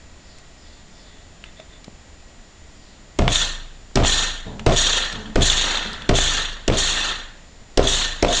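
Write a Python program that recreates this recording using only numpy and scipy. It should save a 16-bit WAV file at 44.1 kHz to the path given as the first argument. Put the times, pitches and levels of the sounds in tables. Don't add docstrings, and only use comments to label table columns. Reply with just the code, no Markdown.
import sys
import numpy as np
from scipy import signal
from scipy.fft import rfft, irfft
from scipy.io import wavfile

SR = 44100
rng = np.random.default_rng(int(sys.argv[2]) if len(sys.argv) > 2 else 0)


def inscribe(sig):
    pcm = np.round(np.clip(np.atleast_2d(sig).T, -1, 1) * 32767)
    wavfile.write(sys.argv[1], SR, pcm.astype(np.int16))


N = 370440
TIME = np.arange(N) / SR


def from_db(db):
    return 10 ** (np.asarray(db) / 20)


def rms_one(x):
    return x / np.sqrt(np.mean(x ** 2) + 1e-20)


def add(track, s, sound):
    at = max(round(s * SR), 0)
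    track[at:at + len(sound)] += sound[:max(N - at, 0)]


def at_hz(spectrum, hz):
    points, db = np.transpose(spectrum)
    return np.interp(np.log(hz), np.log(points), db)


def coloured(x, spectrum, size=8192):
    grid = np.maximum(np.arange(size // 2 + 1) * SR / size, 1)
    cepstrum = irfft(np.log(from_db(at_hz(spectrum, grid))))
    cepstrum[1:size // 2] *= 2
    cepstrum[size // 2 + 1:] = 0
    response = irfft(np.exp(rfft(cepstrum)))
    return signal.fftconvolve(x, response / np.linalg.norm(response))[:N]


def ring(x, hz, t60):
    radius = 10 ** (-3 / (t60 * SR))
    angle = 2 * np.pi * hz / SR
    feedback = [1, -2 * radius * np.cos(angle), radius * radius]
    return signal.lfilter([0, np.sin(angle)], feedback, x + 1e-18)


def resonate(x, hz, t60):
    return ring(x, hz, t60) * np.sqrt(4 * np.log(1000) / (t60 * SR))


def resonate_noise(envelope, hz, t60):
    return resonate(envelope * rng.standard_normal(N), hz, t60)


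def band(x, low_hz, high_hz):
    edges = [low_hz, min(high_hz, SR / 2 - 1)]
    return signal.sosfilt(signal.butter(2, edges, "band", fs=SR, output="sos"), x)


def grains(per_s, spread_db):
    sizes = from_db(spread_db * np.clip(rng.standard_normal(N), -2, 2))
    signs = rng.choice([-1, 1], N)
    return rms_one(sizes * signs * (rng.random(N) < per_s / SR))


def burst(decay_s, size=4096):
    return rng.uniform(-1, 1, size) * np.exp(-TIME[:size] / decay_s)


def ping(hz, t60, size=8192):
    return np.sin(2 * np.pi * hz * TIME[:size]) * np.exp(-np.log(1000) * TIME[:size] / t60)


# (per Hz, relative)
HISS_COLOUR = [(20, -3.5), (55, -8), (75, -2.5), (110, -12.5), (220, -13), (480, -22), (900, -24),
               (2200, -26), (4500, -27.5), (7000, -31), (8500, -41), (9300, -49), (10000, -69)]
# pitch_hz, level_db (rms), t60_s
HOLLOWS = [(25.9, -51, .4), (48.4, -55, 0.35), (650, -59.5, 0.01), (1920, -63.5, 0.043), (3360, -71, .03)]
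# pitch_hz, level_db (rms)
WHINE = [(7014, -61.5), (7289, -68), (7359, -71), (8646, -85.5), (8710, -78), (8990, -78)]
HISS_DB = -46.5


def background():
    hiss = from_db(HISS_DB) * coloured(rng.standard_normal(N), HISS_COLOUR)
    hollow = sum(from_db(db) * resonate_noise(1, hz, t60) for hz, db, t60 in HOLLOWS)
    whine = sum(from_db(db) * np.sqrt(2) * np.sin(2 * np.pi * hz * TIME) for hz, db in WHINE)
    return hiss + hollow + whine


# start_s, level_db
SWISHES = [(.16, -56.5), (.53, -56), (.87, -55), (2.7, -58)]
# start_s, length_s, level_db
SCRAPES = [(.55, .3, -59), (.85, .48, -56), (1.41, .12, -54), (1.55, .09, -48), (1.68, .13, -53)]
# pitch_hz, level_db (relative), t60_s
SCRAPE_MODES = [(640, -8, 0.033), (1310, -18, 0.0055), (2000, -6, 0.013), (2730, -12, 0.0067),
                (3510, -2.5, 0.016)]
SWISH_S, SWISH_START_HZ, SWISH_END_HZ = .33, 5700, 3400


def spoon(swish_width_hz=580):
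    swishes, drag = np.zeros((2, N))
    stroke = np.clip(TIME[:SR] / SWISH_S, 0, 1)
    glide_hz = SWISH_START_HZ + (SWISH_END_HZ - SWISH_START_HZ) * stroke
    glide = np.sin(2 * np.pi * np.cumsum(glide_hz) / SR)
    swell = np.sin(np.pi * stroke)
    for s, db in SWISHES:
        friction = rms_one(band(rng.standard_normal(SR), low_hz=10, high_hz=swish_width_hz))
        add(swishes, s, from_db(db) * np.sqrt(2) * swell * glide * friction)
    for s, length, db in SCRAPES:
        add(drag, s, from_db(db) * np.sin(np.pi * np.clip(TIME[:SR] / length, 0, 1)))
    drag *= grains(per_s=2500, spread_db=3)
    return swishes + sum(from_db(db) * resonate(drag, hz, t60) for hz, db, t60 in SCRAPE_MODES)


# start_s, level_db (relative), pitch_hz, ring_cycles (to -60 dB)
TAPS = [(.385, -23, 5460, 5), (1.44, -12.5, 2780, 16), (1.460, -26, 2700, 11), (1.598, -25, 637, 43),
        (1.600, -18, 3000, 3), (1.844, -16.5, 4300, 4.2), (1.880, -17, 210, 4.3), (1.881, -22, 650, 8.6),
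        (1.927, -25, 180, 4), (4.595, -3.5, 2620, 3.7), (5.127, -9, 5000, 6), (5.158, -17, 3740, 30),
        (5.932, -12, 4750, 22), (6.021, -14.5, 3540, 34)]


def taps():
    out = np.zeros(N)
    for s, db, hz, cycles in TAPS:
        add(out, s, from_db(db - 7.5) * ping(hz, t60=cycles / hz))
        puff = band(burst(decay_s=0.0043), low_hz=hz * 0.27, high_hz=hz * 1.42)
        add(out, s, from_db(db - 11.0) * puff)
    return out


# start_s, slap_db, knock_db, judder_db, judder_pitch_hz, judder_length_s, thud_db, table_sway_db
PUNCHES = [(3.1875, -6, -7.5, -25, 530, 0.13, -26.5, -15),
           (3.9551, -1, -11, -19.5, 506, 0.088, -23.5, -13.5),
           (4.6621, -6, -6.5, -18, 635, 0.086, -23.5, -15), (5.356, -8.5, -8, -22.5, 340, 0.08, -27, -13),
           (6.0903, -3, -6, -21.5, 496, 0.061, -25, -13.5),
           (6.678, -1, -8.5, -23, 413, 0.0944, -28.5, -16.5),
           (7.773, -0.5, -9, -21.5, 511, 0.096, -34, -14.5), (8.2245, -1, -7.5, -21, 545, 0.11, -39, -21.5)]


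def slaps():
    out = np.zeros(N)
    onset = np.clip(TIME[:4096] / 0.002, 0, 1)
    for s, db, *_ in PUNCHES:
        add(out, s, from_db(db + 5.5) * burst(decay_s=0.0025) * onset)
    return band(out, low_hz=2660, high_hz=6300)


# delay_s, level_db, pitch_hz, crack_db (both levels added to the punch's knock_db)
LANDING = [(.0008, -8.5, 67, -19), (.0022, -2, 402, -5.5), (.0055, -1, 510, -7.5)]
# start_s, level_db, pitch_hz, crack_db (levels relative)
REBOUNDS = [(3.2215, -11, 650, -20), (3.279, -7.5, 920, -4.5), (3.973, -7, 654, -9.5),
            (4.0487, -10.5, 841, -7), (6.1115, -11.5, 636, -18), (6.187, -9.5, 680, -13),
            (6.7001, -6, 485, -14.5), (7.7938, 1, 483, -17), (8.2477, -4, 604, -8)]
# (per Hz, relative)
JUDDER_COLOUR = [(100, -21), (250, 5), (650, -11), (900, -4.5), (1200, -3), (1600, -10.5), (3000, -12.5),
                 (5600, -18), (8000, -24.5), (9500, -56)]
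# pitch_hz, level_db (relative), t60_s
BOWL_MODES = [(261, -1, 0.07), (306, -4.5, 0.064), (388.7, -1.5, 0.11), (487, -4, 0.05), (577, -5.5, .08),
              (650.4, -1.5, 0.07), (693, 1, 0.07)]
PRESS_ATTACK_S, PRESS_RELEASE_S, PRESS_SAG_DB_PER_S = 0.0013, .0054, 34.5


def bowl(focus_db=7):
    thumps, cracks, press, thud = np.zeros((4, N))
    landings = [(s + delay, knock_db + db, hz, knock_db + crack_db)
                for s, _, knock_db, *_ in PUNCHES for delay, db, hz, crack_db in LANDING]
    for s, db, hz, crack_db in landings + REBOUNDS:
        add(thumps, s, -from_db(db + 4.0) * ping(hz, t60=5.8 / hz))
        add(cracks, s, from_db(crack_db + 11) * burst(decay_s=.0025))
    pitch, age = np.full(N, 500.), TIME[:SR // 4]
    for s, _, _, db, hz, length, thud_db, _ in PUNCHES:
        attack = np.clip(age / PRESS_ATTACK_S, 0, 1)
        release = np.clip((length - age) / PRESS_RELEASE_S + .5, 0, 1)
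        contact = from_db(-PRESS_SAG_DB_PER_S * age) * attack * release
        add(press, s, from_db(db) * contact)
        add(thud, s, from_db(thud_db) * contact)
        pitch[round(s * SR):] = hz
    judder = press * grains(per_s=3900, spread_db=4.5)
    wall = np.zeros(N)
    for hz, db, t60 in BOWL_MODES:
        octaves_away = np.abs(np.log2(hz / pitch))
        wall += from_db(db - 2.5 - focus_db * octaves_away) * resonate_noise(press, hz, t60)
    thud_modes = [(73.0, 1, 0.036), (128.2, 4.5, 0.051), (207.0, -3.5, .05)]   # pitch_hz, level_db, t60_s
    weight = sum(from_db(db) * resonate_noise(thud, hz, t60) for hz, db, t60 in thud_modes)
    knocks = thumps + band(cracks, low_hz=920, high_hz=2870)
    return knocks + from_db(-6) * coloured(judder, JUDDER_COLOUR) + wall + weight


# pitch_hz, level_db (relative), t60_s
TABLE_MODES = [(26.66, -1, 1.63), (34.6, 0, 0.11), (54.4, -8.5, 1.1), (76.5, -8, 0.55), (131, -13.5, 1.1)]


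def table():
    shoves = np.zeros(N)
    for s, *_, db in PUNCHES:
        add(shoves, s, from_db([db]))
    return sum(from_db(db) * ring(shoves, hz, t60) for hz, db, t60 in TABLE_MODES)


# first_stir_s, breaks_loose_s, strength_db (relative), hold_s, release_db_per_s
JANGLES = [(3.287, 3.318, -20, .11, 101), (4.035, 4.056, -18, 0.17, 92), (4.721, 4.762, -17.5, 0.23, 73),
           (5.408, 5.419, -18, 0.33, 57), (6.14, 6.152, -19, .24, 86), (6.723, 6.771, -19, 0.32, 102.5),
           (7.828, 7.871, -19, .15, 81), (8.282, 8.325, -19.5, .2, 80)]
STIR_DB, STIR_RISE_S, STIR_HARDNESS_DB = -6.5, 0.0027, 2
HARDNESS_DB, SOFTENING_DB_PER_S, SOFTEST_DB = 8, 44, -15


def shaking():
    shake, hard_db = np.zeros((2, N))
    for stir_s, loose_s, db, hold_s, release in JANGLES:
        at = round(stir_s * SR)
        age = TIME[at:] - loose_s
        stirring = age < 0
        fall_db = release * np.maximum(age - hold_s, 0)
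        rise = np.clip(TIME[:N - at] / STIR_RISE_S, 0, 1)
        shake[at:] = from_db(db + np.where(stirring, STIR_DB, -fall_db)) * rise
        softening = np.maximum(HARDNESS_DB - SOFTENING_DB_PER_S * age, SOFTEST_DB)
        hard_db[at:] = np.where(stirring, STIR_HARDNESS_DB, softening)
    return shake, hard_db


# pitch_hz, level_db (relative)
JANGLE_COLOUR = [(700, -25.5), (900, -19), (1350, -11), (1850, -9.5), (2300, -18.5), (2750, -11.5),
                 (3500, -2), (3900, -11), (4350, -8.5), (4600, -15.5), (5200, -20.5), (6450, -13),
                 (7200, -12), (8000, -25), (9600, -25.5)]
# pitch_hz, level_db (relative)
METAL_MODES = [(1599, -49), (1717, -49), (1814, -39.5), (2622, -46), (2810, -47), (3494, -42.5),
               (3736, -39), (4048, -39), (4344, -43.5), (5739, -44.5), (6406, -47), (6627, -48.5),
               (6778, -50), (7122, -47.5)]
JANGLE_MODE_DB = 22.5
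SURGE_DB, SURGE_HZ = 1.0, 35
MODE_HARDNESS_FLOOR = 0.05


def jangle(shake, hard_db, sway_hz=27, sway_db=0.53, piece_t60=0.034, mode_t60=0.15, count=34000):
    surges = rms_one(band(rng.standard_normal(N), low_hz=10.5, high_hz=SURGE_HZ))
    shake = shake * from_db(sway_db * np.sin(2 * np.pi * sway_hz * TIME) + SURGE_DB * surges)
    # pitch_hz, share of the hardness
    follows = [(1700, -0.31), (3500, 0.32), (4500, 0.41), (6500, 0.9)]
    when, where, force = rng.random((count, 3)).T
    at, pitch = (when * N).astype(int), 700 + 8900 * where
    level_db = at_hz(JANGLE_COLOUR, pitch) + at_hz(follows, pitch) * hard_db[at] + 0.43 * force
    gains = shake[at] * from_db(level_db)
    out = np.zeros(N)
    for k in np.flatnonzero(gains):
        add(out, at[k] / SR, gains[k] * ping(pitch[k], piece_t60, size=1000))
    for hz, db in METAL_MODES:
        drive = shake * from_db(max(at_hz(follows, hz), MODE_HARDNESS_FLOOR) * hard_db)
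        out += from_db(db + JANGLE_MODE_DB) * resonate_noise(drive, hz, mode_t60)
    buzz = rms_one(band(grains(per_s=1500, spread_db=4.0), low_hz=148.0, high_hz=1240))
    return out + from_db(-16.5) * shake * buzz


# start_s, level_db (relative)
CLINKS = [(3.357, -1.5), (4.0944, -1), (4.8055, -14), (4.9694, -4), (5.4994, -2), (5.772, -6.5),
          (8.3677, -3)]
CLINK_DECAY_S = .005
STIR_CLINK_DB, LOOSE_CLINK_DB = 8, 13.5
STRAY_CLINKS_PER_S, STRAY_CLINK_DB = 15, 2.5


def clinks(shake):
    landings = np.zeros(N)
    for stir_s, loose_s, db, *_ in JANGLES:
        add(landings, stir_s, from_db(db + STIR_CLINK_DB) * burst(CLINK_DECAY_S))
        add(landings, loose_s, from_db(db + LOOSE_CLINK_DB) * burst(CLINK_DECAY_S))
    for s, db in CLINKS:
        add(landings, s, from_db(db) * burst(CLINK_DECAY_S))
    strays = (rng.random(N) < STRAY_CLINKS_PER_S / SR) * shake * from_db(STRAY_CLINK_DB)
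    landings += signal.fftconvolve(strays, burst(CLINK_DECAY_S))[:N]
    low = from_db(-5.0) * resonate(landings, hz=3510, t60=0.016)
    high = from_db(-17.5) * resonate(landings, hz=6300, t60=0.0082)
    return low + high


# start_s, length_s, level_db (relative)
PULLS = [(4.446, 0.25, -34.5), (5.118, 0.27, -36.5), (5.826, 0.34, -40)]
# (per Hz, relative)
PULL_COLOUR = [(29, -37), (50, -3), (102, -5), (219, -3), (340, -25), (448, -21), (496, -19), (1000, -15),
               (1300, -39), (2200, -120)]
# pitch_hz, level_db (relative), t60_s
PULL_MODES = [(216, -2, .14), (290, -11, .1), (383, -16.5, 0.18), (427, -10, .18)]
PULL_RISE_S, PULL_SAG_DB_PER_S, PULL_FALL_S = 0.02, 41, 0.015


def pulls():
    drag, age = np.zeros(N), TIME[:SR // 2]
    for s, length, db in PULLS:
        rise = np.clip(age / PULL_RISE_S, 0, 1)
        fall = np.clip((length - age) / PULL_FALL_S + 1, 0, 1)
        add(drag, s, from_db(db - PULL_SAG_DB_PER_S * age) * rise * fall)
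    slips = drag * grains(per_s=550, spread_db=0.5)
    hum = sum(from_db(db) * resonate(slips, hz, t60) for hz, db, t60 in PULL_MODES)
    return coloured(slips, PULL_COLOUR) + hum


def room(x, t60=0.38, wet_db=-17):
    age = TIME[:SR // 2]
    tail = band(rng.standard_normal(len(age)), low_hz=200, high_hz=5500)
    tail = tail * from_db(-60 * age / t60) * (age > .005)
    return x + from_db(wet_db) * signal.fftconvolve(x, tail / np.linalg.norm(tail))[:N]


def scene():
    shake, hard_db = shaking()
    near = spoon() + taps() + slaps() + bowl() + jangle(shake, hard_db) + clinks(shake) + pulls()
    return (room(near) + table() + background())[None]


BANDWIDTH_HZ, CUTOFF_HZ = 10300, 15800
MIRROR_DB, MIRROR_TOP_HZ = -19, 13200


def record(dry):
    rounded = dry / (1 + (dry / .95) ** 6) ** (1 / 6)
    narrow = signal.sosfilt(signal.cheby2(12, 60, BANDWIDTH_HZ, fs=SR, output="sos"), rounded)
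    flipped = narrow * (-1) ** np.arange(N)
    mirror = signal.sosfilt(signal.butter(12, MIRROR_TOP_HZ, fs=SR, output="sos"), flipped)
    mixed = narrow + from_db(MIRROR_DB) * mirror
    return signal.sosfilt(signal.cheby2(12, 60, CUTOFF_HZ, fs=SR, output="sos"), mixed)


dry = scene()
out = record(dry)
inscribe(out)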